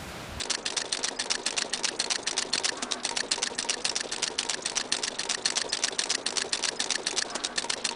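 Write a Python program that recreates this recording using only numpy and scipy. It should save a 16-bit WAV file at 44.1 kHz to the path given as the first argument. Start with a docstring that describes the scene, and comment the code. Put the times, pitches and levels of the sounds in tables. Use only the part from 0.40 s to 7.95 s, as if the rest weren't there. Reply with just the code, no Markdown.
"""A component insertion machine, close by, sets rows of sixteen parts into a circuit board, one per cam turn.
Each turn the ram strikes, mostly hard and soft in alternation; the leads scrape home, the part seats,
the clinch anvil thuds, the head rattles back to its stop, the board table steps on and the feed draws
in the next part. The sound shifts along the row. After a row the head idles for one turn while the
table travels. Throughout, loose parts tick, the motor hums and the workshop rushes underneath."""
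import sys
import numpy as np
from scipy import signal
from scipy.fft import rfft, irfft, next_fast_len
from scipy.io import wavfile
from scipy.ndimage import uniform_filter1d

SR = 44100
rng = np.random.default_rng(int(sys.argv[2]) if len(sys.argv) > 2 else 0)


def to_wav(sig):
    """Store sig (one row per channel, or 1-D mono) as 16-bit WAV at the path in sys.argv[1].

    Samples outside -1..1 are clipped; the rate is SR.
    """
    pcm = np.clip(np.atleast_2d(sig), -1, 1) * 32767
    pcm = np.round(pcm).astype(np.int16)
    wavfile.write(sys.argv[1], SR, pcm.T)  # frames by channels


N = 332955
TIME = np.arange(N) / SR
TURN_S, PARTS_PER_ROW = .26778, 16
TOP_HZ, TINT_DB = 10100, 3.6


# Ram blows, force relative to an ordinary one: start_s, force_db
RAM_BLOWS = [(-.005, 0), (.2623, -2.7), (.5285, .4), (.7984, -1.1), (1.0648, .7), (1.3373, -1.4),
             (1.6006, 1.5), (1.8744, -.4), (2.1364, 2.8), (2.6522, -1.1), (2.9182, 1.5), (3.1894, -1.8),
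             (3.4533, 1.4), (3.7233, -2.1), (3.99, -.6), (4.2597, -3.1), (4.5248, 1.5), (4.7949, -1.1),
             (5.0581, 3.7), (5.3313, -1), (5.5932, 2.5), (5.8667, -1.4), (6.1323, 1.4), (6.4037, .7),
             (6.6702, .4), (7.1836, -.4), (7.452, 1.5)]
# Contacts per blow: delay_s, level_db, t60_s, rise_s
RAM_HITS = [(-.0085, -26.5, .03, .002), (-.002, -14, .017, .001), (.002, -20.5, .016, .0007),
            (.0075, -24, .022, .0007)]
# Ram spectrum: freq_hz, level_db
RAM_EQ = [(100, -10.5), (250, -7.5), (500, -11), (1100, -9.5), (2200, -9), (2700, -0.5), (3600, -4.5),
          (5800, 1), (6600, -5), (8500, -2), (10000, -8)]
# Ram resonances: centre_hz, width_hz, lift_db
RAM_PEAKS = [(302, 35, 4.5), (790, 150, 8), (1800, 530, 7), (3520, 250, 3)]

def ram(force_share):
    """The ram strikes in a quick cluster of steel contacts."""
    start_s, force_db = np.transpose(RAM_BLOWS)
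    blows = cam(start_s, force_share * force_db, RAM_HITS, alike=.25, jitter_s=.0003,
                ringing=.6, judder_db=2.5, tint_db=TINT_DB)
    return body(blows, RAM_EQ, RAM_PEAKS)


# Ram mode: delay_s, pitch_hz, level_db, t60_s, rise_s, db_per_force_db
PING_MODE = (-.0018, 4320, -14.5, .022, .0012, 1.7)

def ping(detune):
    """A square blow rings the ram with one clear note, which grows faster than the force."""
    delay, hz, db, t60, rise, growth = PING_MODE
    t, track = TIME[:SR // 10], np.zeros(N)
    for s, force_db in RAM_BLOWS:
        pitch_hz = hz * (1 + detune * rng.uniform(-1, 1))
        add(track, s + delay, ring(t, pitch_hz, db + growth * force_db, t60, rise))
    return track


# Spring contacts: delay_s, level_db, t60_s, rise_s
SPRING_HITS = [(-.004, -32.5, .035, .002), (.001, -26, .028, .0012)]
# Row trend: level_db, slope_db, force_share, first_db, lag_s
SPRING_TREND = (-1.3, 5, -.1, 4.5, .0003)
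# Spring spectrum: freq_hz, level_db
SPRING_EQ = [(1000, -44.5), (1550, -21), (1700, 1.5), (1880, 4), (2150, -22), (3500, -29)]

def spring():
    """The blow jars the ram's spring, which sounds in one narrow band."""
    hits = cam(*played(SPRING_TREND), SPRING_HITS, alike=.86, jitter_s=.00037, scatter_db=2)
    return body(hits, SPRING_EQ)


# Lead contacts: delay_s, level_db, t60_s, rise_s
SCRAPE_HITS = [(.0165, -27, .032, .001), (.022, -26.5, .026, .0007), (.0275, -27, .024, .0007)]
# Row trend: level_db, slope_db, force_share, first_db, lag_s
SCRAPE_TREND = (.5, 0, .8, -4, .0003)
# Scrape spectrum, also the linkage's: freq_hz, level_db
SCRAPE_EQ = [(100, -14), (250, -4), (1100, -4), (2700, -3.5), (3600, 0), (5800, -2.5), (6600, -8),
             (8500, -4), (10000, -13)]
# Scrape resonances: centre_hz, width_hz, lift_db
SCRAPE_PEAKS = [(1750, 500, 4), (4900, 300, 2.5)]

def scrape():
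    """The leads scrape through the holes."""
    hits = cam(*played(SCRAPE_TREND), SCRAPE_HITS, alike=.36, jitter_s=.0014, scatter_db=1.5,
               ringing=.78, judder_db=3, tint_db=TINT_DB)
    return body(hits, SCRAPE_EQ, SCRAPE_PEAKS)


# Seating contact: delay_s, level_db, t60_s, rise_s
TAP_HITS = [(.0449, -18.4, .021, .0008)]
# Row trend: level_db, slope_db, force_share, first_db, lag_s
TAP_TREND = (-.6, 1.5, .55, 2, .002)
# Tap spectrum, also the empty head's: freq_hz, level_db
TAP_EQ = [(100, -35), (250, -3.5), (500, -9), (1100, -7), (2200, -6), (2700, -1.5), (3600, -1), (5800, 3.5),
          (6600, -1.5), (8500, -2), (10000, -10.5)]
# Tap resonances: centre_hz, width_hz, lift_db
TAP_PEAKS = [(1900, 400, 7), (2600, 600, 5), (4500, 600, 6), (7700, 500, 5)]

def tap():
    """The part seats on the board."""
    hits = cam(*played(TAP_TREND), TAP_HITS, alike=.5, jitter_s=.0003, judder_db=3, tint_db=TINT_DB)
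    return body(hits, TAP_EQ, TAP_PEAKS)


# Thud, then bounces: delay_s, level_db, t60_s, rise_s
ANVIL_HITS = [(.064, -20.3, .023, .002), (.077, -27.5, .024, .0015), (.085, -29.5, .016, .001),
              (.096, -29, .016, .003)]
# Row trend: level_db, slope_db, force_share, first_db, lag_s
ANVIL_TREND = (0, .6, .3, 3.5, .0005)
# Anvil spectrum: freq_hz, level_db
ANVIL_EQ = [(100, -17), (200, -22), (400, -4), (750, -8.5), (1100, -17), (1900, -12), (3100, -18),
            (3700, -14), (4800, -18), (6000, -13), (10000, -20)]
# Anvil resonances: centre_hz, width_hz, lift_db
ANVIL_PEAKS = [(260, 54, 9), (470, 64, 5), (790, 70, 6), (932, 90, 14.5)]

def anvil(soft_hz):
    """The clinch under the board folds the leads with a thud; its bounces are duller."""
    s, db = played(ANVIL_TREND)
    thud = cam(s, db, ANVIL_HITS[:1], alike=1, jitter_s=.0001)
    bounces = cam(s, db, ANVIL_HITS[1:], alike=1, jitter_s=.0001)
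    dull = signal.sosfilt(signal.butter(1, soft_hz, fs=SR, output="sos"), bounces)
    return body(thud + dull, ANVIL_EQ, ANVIL_PEAKS)


# Catch and bounce contacts: delay_s, level_db, t60_s, rise_s
CATCH_HITS = [(-.009, -29, .025, .0006), (0, -25, .025, .0006)]
RETURN_HITS = [(.119, -25, 0.03, 0.0004), (.1235, -24, 0.021, 0.0004), (.128, -26, 0.03, 0.0008)]
# Row trends: level_db, slope_db, force_share, first_db, lag_s
CATCH_TREND = (2.5, -1.5, .1, -8, -.008)
RETURN_TREND = (.9, 2.2, .35, 1.5, .0003)
# Head spectrum: freq_hz, level_db
RETURN_EQ = [(100, -14.5), (250, -17.5), (500, -9.5), (1100, -7), (2200, -7.5), (2700, -19), (3600, -6),
             (5800, 1), (6600, -5), (8500, -5.5), (10000, -10.5)]
# Head resonances: centre_hz, width_hz, lift_db
RETURN_PEAKS = [(732, 134, 4.1), (2767, 710, 16.8)]

def head_return():
    """The head catches and rattles back."""
    s, db = played(CATCH_TREND)
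    catch_delay_s = strokes()[-1]
    catch = cam(s + catch_delay_s, db, CATCH_HITS, alike=.34, jitter_s=.0008, scatter_db=1.5,
                ringing=1, judder_db=3.5, tint_db=TINT_DB)
    bounces = cam(*played(RETURN_TREND), RETURN_HITS, alike=.5, jitter_s=.0009, scatter_db=1.5,
                  ringing=.7, judder_db=3, tint_db=TINT_DB)
    return body(catch + bounces, RETURN_EQ, RETURN_PEAKS)


# Hardest clacks of the returning head: start_s, level_db, pitch_hz
HEAD_CLACKS = [(0.1036, -16.3, 6000), (0.1117, -18.3, 5760), (0.3701, -17.3, 3570), (0.3782, -18.5, 3500),
               (0.6448, -16.8, 6180), (0.9036, -17.4, 3700), (0.9147, -16.1, 5080), (1.1782, -16.7, 5920),
               (1.1838, -17.6, 2700), (1.4453, -16.3, 5960), (1.452, -17.4, 4340), (1.704, -16.6, 5480),
               (1.7192, -16.8, 4240), (1.9791, -16.7, 6260), (1.989, -19.6, 5100), (2.2452, -17.5, 5400),
               (2.256, -16.0, 5180), (2.771, -14.8, 4350), (3.0286, -15.8, 6200), (3.0373, -19.1, 4830),
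               (3.2957, -14.7, 5730), (3.3057, -17.5, 2910), (3.5627, -16.7, 5490), (3.8289, -14.9, 5770),
               (3.8388, -18.4, 4330), (4.096, -14.3, 5720), (4.3713, -16.2, 5970), (4.3763, -18.0, 5700),
               (4.6373, -17.7, 5440), (4.8965, -17.9, 3740), (4.9108, -17.5, 5880), (5.1714, -15.5, 5920),
               (5.178, -17.5, 3310), (5.4377, -15.3, 6130), (5.4457, -15.6, 4360), (5.7049, -17.1, 5040),
               (5.7124, -17.4, 4380), (5.9708, -16.2, 5660), (5.981, -16.4, 4410), (6.2381, -17.8, 5850),
               (6.2513, -18.4, 4410), (6.5047, -17.2, 3730), (6.5196, -17.5, 4450), (6.7803, -17.9, 6070),
               (6.7905, -18.4, 5190), (7.3015, -14.8, 4280)]

def clacks(crack_db, crack_t60_s, ring_db, ring_t60_s):
    """Steel meets steel as the head swings back: a sharp crack and a brief ring."""
    cracks, rings, t = np.zeros(N), np.zeros(N), TIME[:SR // 10]
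    for s, db, hz in HEAD_CLACKS:
        add(cracks, s, amp(db + crack_db) * tinted(chatter(crack_t60_s), TINT_DB))
        add(rings, s, ring(t, hz, db + ring_db, ring_t60_s, rise_s=.0006))
    return body(cracks, RETURN_EQ, RETURN_PEAKS) + rings


# Tick contacts: delay_s, level_db, t60_s, rise_s
TICK_HITS = [(.131, -33, .04, .002), (.1464, -24, .022, .0008)]
# Row trend: level_db, slope_db, force_share, first_db, lag_s
TICK_TREND = (-.3, 2.4, -.5, 3, .001)
# Tick spectrum: freq_hz, level_db
TICK_EQ = [(100, -11), (250, -8), (1100, 1), (2700, -2), (3600, -1), (5800, -8), (10000, -12)]
# Tick resonances: centre_hz, width_hz, lift_db
TICK_PEAKS = [(4400, 1400, 12), (6700, 420, 12)]

def head_tick():
    """The head ticks just before its stop."""
    hits = cam(*played(TICK_TREND), TICK_HITS, alike=.45, jitter_s=.0006, scatter_db=1.2,
               tint_db=TINT_DB)
    return body(hits, TICK_EQ, TICK_PEAKS)


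# Stop contacts: delay_s, level_db, t60_s, rise_s
STOP_HITS = [(.154, -21.5, .018, .0012), (.1586, -13.6, .019, .0011)]
# Row trend: level_db, slope_db, force_share, first_db, lag_s
STOP_TREND = (-.1, 2.4, .5, 1, .001)
# Stop spectrum: freq_hz, level_db
STOP_EQ = [(100, -33), (250, 0), (500, -22), (1000, -3), (1400, -11), (2200, -14), (2700, 3.5),
           (3600, -1.5), (5800, 6), (6600, 2), (8500, 2.5), (10000, -4)]
# Stop resonances: centre_hz, width_hz, lift_db
STOP_PEAKS = [(1690, 153, 4), (1800, 640, 26.3), (4350, 590, 10)]

def head_stop():
    """The head hits its sprung stop."""
    hits = cam(*played(STOP_TREND), STOP_HITS, alike=.6, jitter_s=.0005, scatter_db=.8)
    return body(hits, STOP_EQ, STOP_PEAKS)


# Feed contact: delay_s, level_db, t60_s, rise_s
FEED_HITS = [(0.234, -33, 0.036, 0.003)]
# Row trend: level_db, slope_db, force_share, first_db, lag_s
FEED_TREND = (-1.3, -2.5, .5, -3, 0)
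# Feed spectrum: freq_hz, level_db
FEED_EQ = [(100, 8.5), (450, -0.5), (1200, -40), (2300, -36.5), (3700, -1), (6500, 6), (9000, 1),
           (10000, -29)]

def feed():
    """The feed draws in the next part."""
    hits = cam(*played(FEED_TREND), FEED_HITS, alike=.15, jitter_s=.002, scatter_db=3.5,
               judder_db=3, tint_db=TINT_DB)
    return body(hits, FEED_EQ)


# Table step contacts: delay_s, level_db, t60_s, rise_s
STEP_HITS = [(.184, -26, .04, .003), (.196, -31, .055, .003), (.203, -30, .05, .003),
             (.218, -34, .035, .003)]
# Table spectrum: freq_hz, level_db
STEP_EQ = [(100, -16), (200, -20.5), (380, -3), (700, -7.5), (1200, -27), (2200, -25), (4000, -21),
           (10000, -31)]
# Table resonances: centre_hz, width_hz, lift_db
STEP_PEAKS = [(261, 44, 8), (440, 14, 3.4), (477, 12, 4), (945, 86, 14), (1553, 48, 9)]
# Table modes: pitch_hz, mid_row_db, t60_s, slope_db
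STEP_MODES = [(376, -45, .2, 23), (435, -44, .22, 4), (484, -43, .22, -13), (935, -40.5, .085, -20)]
# Kicks to the modes, anvil then step: delay_s, level_db, rise_s
MODE_KICKS = [(.066, -1, .002), (.186, 0.5, .012)]

def table_step(scatter_db, detune, slope_db):
    """The table shudders one step on; its place along the row decides which modes ring most."""
    s, places = strokes()[:2]
    hits = cam(s, slope_db * places, STEP_HITS, alike=.7, jitter_s=.0005, scatter_db=.8)
    track = body(hits, STEP_EQ, STEP_PEAKS)
    t = TIME[:SR // 5]
    hz, db, t60, mode_slope_db = np.transpose(STEP_MODES)[:, :, None]
    for start, place in zip(s, places):
        for delay, kick_db, rise in MODE_KICKS:
            strength, stray = rng.uniform(-1, 1, (2, *hz.shape))
            mode_db = db + kick_db + mode_slope_db * place + scatter_db * strength
            modes = ring(t, hz * (1 + detune * stray), mode_db, t60, rise)
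            add(track, start + delay, modes.sum(axis=0))
    return track


# Idle turns: start_s
IDLE_STARTS = [2.4255, 6.952]
# Clutch knocks and empty-head clicks: delay_s, level_db, t60_s, rise_s
CLUTCH_HITS = [(-.0045, -35, .08, .0004), (0.0002, -22, .052, .0006), (.007, -20, .015, .0004),
               (.226, -18, .014, .0004)]
IDLE_HITS = [(-.053, -34, .06, .002), (.0853, -24, .03, .0004), (.0952, -14.5, .019, .0004),
             (.1065, -26, .035, .0004), (.1163, -26, .017, .0004), (.208, -29, .035, .0008)]
# Clutch spectrum: freq_hz, level_db
CLUTCH_EQ = [(100, -15.5), (240, -6.5), (500, -2.5), (1400, -5), (2200, -7.5), (4000, -5.5), (6000, -5),
             (10000, -12.5)]
# Empty-head resonance: centre_hz, width_hz, lift_db
IDLE_PEAKS = [(3750, 400, 9)]

def idle_head():
    """The clutch drops out with a knock, the empty head clicks and the clutch takes hold again."""
    even_db = np.zeros(len(IDLE_STARTS))
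    knocks = cam(IDLE_STARTS, even_db, CLUTCH_HITS, alike=.4, jitter_s=.0003)
    clicks = cam(IDLE_STARTS, even_db, IDLE_HITS, alike=.4, jitter_s=.0003)
    return body(knocks, CLUTCH_EQ) + body(clicks, TAP_EQ, IDLE_PEAKS)


# Drive whine, level relative to the whirr: start_hz, end_hz, level_db
DRIVE_WHINE = (950, 1750, -15)
# Carriage spectrum: freq_hz, level_db
TRAVEL_EQ = [(120, -26.5), (240, 2), (700, 0), (1250, -.5), (1700, -4), (2300, -11.5), (4000, -11),
             (10000, -22)]
# Carriage resonances: centre_hz, width_hz, lift_db
TRAVEL_PEAKS = [(710, 60, 9), (1135, 70, 8), (1540, 150, 6.5)]

def travel(level_db, waver_hz, lead_s=.1, attack_s=.05, hold_s=.21, release_s=.06):
    """The table whirrs to the next row; its drive whines upward through the carriage's resonances."""
    corners_s = np.cumsum([-lead_s, attack_s, hold_s, release_s])
    start_hz, end_hz, whine_db = DRIVE_WHINE
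    waver = waver_hz * wobble(N, smooth=200)
    drive = np.zeros(N)
    for s in IDLE_STARTS:
        hz = np.interp(TIME - s, corners_s[[0, -1]], [start_hz, end_hz]) + waver
        whine = amp(whine_db) * np.sin(2 * np.pi * np.cumsum(hz) / SR)
        drive += np.interp(TIME - s, corners_s, [0, 1, 1, 0]) * (rng.standard_normal(N) + whine)
    return amp(level_db) * body(drive, TRAVEL_EQ, TRAVEL_PEAKS)


def boom(pitch_hz):
    """The frame's low mode booms at the clutch's knock and again as the table brakes."""
    t, track = TIME[:SR // 3], np.zeros(N)
    for s in IDLE_STARTS:
        add(track, s, ring(t, pitch_hz, level_db=-34, t60_s=.12, rise_s=.003))
        add(track, s + .14, ring(t, pitch_hz, level_db=-35, t60_s=.25, rise_s=.025))
    return track


# Squeaks of the parts tape: centre_s, level_db, pitch_hz
TAPE_SQUEAKS = [(.771, -39, 4970), (5.303, -32, 5060), (6.371, -38, 5060), (6.915, -37, 5180)]

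def squeaks(width_s, waver_hz):
    """The tape sticks and slips in its guide: a short wavering tone."""
    t, track = TIME[:SR // 10], np.zeros(N)
    swell = np.exp(-((t - t.mean()) / width_s) ** 2)
    for s, db, hz in TAPE_SQUEAKS:
        pitch_hz = hz + waver_hz * wobble(len(t), smooth=60)
        add(track, s - t.mean(), amp(db) * swell * np.sin(2 * np.pi * np.cumsum(pitch_hz) / SR))
    return track


# Link contacts: delay_s, level_db, t60_s, rise_s
LINK_HITS = [(.074, -38.5, .06, .002), (.137, -39, .05, .002), (.195, -38.5, .05, .002),
             (.222, -40, .035, .002)]

def linkage():
    """Slack links chink between the main blows."""
    s = strokes()[0]
    hits = cam(s, np.zeros_like(s), LINK_HITS, alike=.3, jitter_s=.002, scatter_db=2.5,
               ringing=1.5, judder_db=3, tint_db=TINT_DB)
    return body(hits, SCRAPE_EQ)


# Loose-part spectrum: freq_hz, level_db
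LOOSE_EQ = [(200, -6), (1500, -6.5), (2400, 16), (3800, 21), (6000, 6), (8500, -31), (10000, -33.5)]

def loose_parts(level_db, scatter_db, t60_s, count=300):
    """Taped parts and loose guides tick faintly all the time."""
    track = np.zeros(N)
    for when, strength in rng.random((count, 2)):
        tick = tinted(chatter(t60_s), TINT_DB)
        add(track, when * N / SR, amp(level_db + scatter_db * strength ** 2) * tick)
    return body(track, LOOSE_EQ)


# Workshop spectrum: freq_hz, level_db
SHOP_EQ = [(15, -4), (29, 5), (48, -10), (70, -.5), (130, -7.5), (250, 3.5), (500, 7), (900, 4),
           (1400, 0.5), (2400, -6.5), (4000, -23), (6000, -37.5), (10000, -89.5)]
# Hum resonances: centre_hz, width_hz, lift_db
SHOP_PEAKS = [(163.7, 15, 8), (243.4, 31, 8.9), (386, 40, 4.1)]

def workshop(level_db):
    """Motor and fans: a steady rush with humming resonances."""
    return amp(level_db) * body(rng.standard_normal(N), SHOP_EQ, SHOP_PEAKS, size=16384)


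# Rows of parts: start_s, catch_delay_s
PART_ROWS = [(-1.8848, .117), (2.6461, .112), (7.178, .112)]

def strokes():
    """Working turns: start_s, place in the row (-1/2 to 1/2), is_first, catch_delay_s."""
    turns = [(start + k * TURN_S, k / (PARTS_PER_ROW - 1) - .5, k == 0, catch_delay_s)
             for start, catch_delay_s in PART_ROWS for k in range(PARTS_PER_ROW)]
    return np.transpose([turn for turn in turns if -TURN_S < turn[0] < N / SR])


def played(trend):
    """A part's start_s and level_db on each turn; slope and lag build up across a row."""
    level_db, slope_db, force_share, first_db, lag_s = trend
    s, place, is_first, _ = strokes()
    force_db = np.interp(s, *np.transpose(RAM_BLOWS))
    return s + lag_s * place, level_db + slope_db * place + force_share * force_db + first_db * is_first


def cam(starts_s, turns_db, hits, alike, jitter_s, scatter_db=0, ringing=0, judder_db=0, tint_db=0):
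    """A part's contacts on every turn; the share `alike` of each repeats, the rest is new."""
    track = np.zeros(N)
    for delay, db, t60, rise in hits:
        own = chatter(t60, rise)
        for s, turn_db in zip(starts_s, turns_db):
            sound = np.sqrt(alike) * own + np.sqrt(1 - alike) * chatter(t60, rise)
            sound *= judder(judder_db)
            if tint_db:
                sound = tinted(sound, tint_db)
            sound *= np.linalg.norm(own) / np.linalg.norm(sound)  # juddering adds no energy
            if ringing:
                sound += ringing * steel()
            onset_s = s + delay + jitter_s * rng.normal()
            add(track, onset_s, amp(db + turn_db + scatter_db * rng.normal()) * sound)
    return track


# Modes of the steel head: pitch_hz, level_db, t60_s
HEAD_MODES = [(2850, -5, 0.025), (3520, 3, 0.045), (3910, 0, 0.045), (4347, 0, 0.044), (4780, -8.5, 0.017),
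              (5000, 1, 0.016), (5820, 0, 0.025), (6100, 0.5, 0.02), (7160, -4, .025), (8300, -4.5, .02)]

def steel(level_db=-19.5, scatter_db=7, detune=.014, size=4096):
    """The head's own modes; each blow lands a little differently and favours other ones."""
    t = TIME[:size]
    hz, db, t60 = np.transpose(HEAD_MODES)[:, :, None]
    strength, stray, phase = rng.uniform(-1, 1, (3, len(HEAD_MODES), 1))
    waves = np.sin(2 * np.pi * hz * (1 + detune * stray) * t + np.pi * phase)
    return np.sum(amp(level_db + db + scatter_db * strength - 60 * t / t60) * waves, axis=0)


def chatter(t60_s, rise_s=.00035, size=4096):
    """The crowded, fast-dying modes of one steel contact, evenly strong at all frequencies."""
    t = TIME[:size]
    fade = amp(-60 * t / t60_s) * (1 - np.exp(-t / rise_s))
    spectrum = rfft(rng.standard_normal(size) * fade, 2 * size)
    even = irfft(spectrum / (np.abs(spectrum) + 1e-12))[:size]
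    even *= np.exp(-(t / t60_s) ** 2)  # no mode outlives the contact
    return even * np.linalg.norm(fade) / np.linalg.norm(even)


def judder(depth_db, size=4096, count=90):
    """An uneven gain: the surfaces touch and part many times within one contact."""
    position = np.linspace(0, count - 1, size)
    return amp(depth_db * np.interp(position, np.arange(count), rng.standard_normal(count)))


def tinted(sound, depth_db, count=15):
    """Each blow lands on a slightly different spot and favours other treble resonances."""
    knots_hz = np.linspace(2000, TOP_HZ, count)
    levels_db = depth_db * rng.standard_normal(count) * (knots_hz > knots_hz[0])
    return body(sound, np.column_stack([knots_hz, levels_db]), size=512)[:len(sound)]


def body(x, eq, peaks=(), size=4096):
    """A causal body of unit power gain: a broad spectrum lifted by resonances."""
    hz = np.fft.rfftfreq(size, 1 / SR)
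    knots_hz, levels_db = np.transpose(eq)
    db = np.interp(np.log(hz + 1), np.log(knots_hz), levels_db)
    db += sum(lift / (1 + (2 * (hz - centre) / width) ** 2) for centre, width, lift in peaks)
    gain = amp(db) / np.sqrt(np.mean(amp(db) ** 2 * (hz < TOP_HZ)))
    cepstrum = irfft(np.log(gain))
    cepstrum[1:size // 2] *= 2  # fold to minimum phase
    cepstrum[size // 2 + 1:] = 0
    return signal.oaconvolve(x, irfft(np.exp(rfft(cepstrum))))[:N]


def ring(t, pitch_hz, level_db, t60_s, rise_s):
    """One struck mode: a sine that rises and dies away."""
    envelope = amp(level_db - 60 * t / t60_s) * (1 - np.exp(-t / rise_s))
    return envelope * np.sin(2 * np.pi * pitch_hz * t)


def wobble(size, smooth):
    """Unit-RMS noise, averaged over `smooth` samples."""
    x = uniform_filter1d(rng.standard_normal(size), smooth)
    return x / np.sqrt(np.mean(x ** 2) + 1e-20)


def add(track, start_s, sound):
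    """Mix a sound into the track."""
    start = round(start_s * SR)
    lo, hi = max(start, 0), min(start + len(sound), N)
    if hi > lo:
        track[lo:hi] += sound[lo - start:hi - start]


def amp(db):
    return 10 ** (np.asarray(db) / 20)


def scene():
    """The head, the table under it and the workshop around them."""
    head = loose_parts(level_db=-52, scatter_db=10.5, t60_s=.05)
    head += ram(force_share=.7) + spring() + scrape() + tap() + ping(detune=.018)
    head += head_return() + clacks(crack_db=-2.3, crack_t60_s=.016, ring_db=-2, ring_t60_s=.02)
    head += head_tick() + head_stop() + feed() + squeaks(width_s=.008, waver_hz=90)
    head += linkage() + idle_head()
    bed = anvil(soft_hz=2000) + table_step(scatter_db=2, detune=.014, slope_db=1.5)
    bed += travel(level_db=-42.5, waver_hz=35) + boom(pitch_hz=245)
    bass_cut = signal.butter(3, 115, "highpass", fs=SR, output="sos")  # small parts radiate little bass
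    return (signal.sosfilt(bass_cut, head + bed) + workshop(level_db=-44))[None]


def record(dry):
    """The tallest peaks are rounded off and everything above TOP_HZ is cut."""
    rounded = dry / (1 + (dry / .42) ** 4) ** (1 / 4)
    size = next_fast_len(N + SR // 4)
    in_band = np.fft.rfftfreq(size, 1 / SR) < TOP_HZ
    return irfft(rfft(rounded, size) * in_band, size)[:, :N]


dry = scene()
out = record(dry)
to_wav(out)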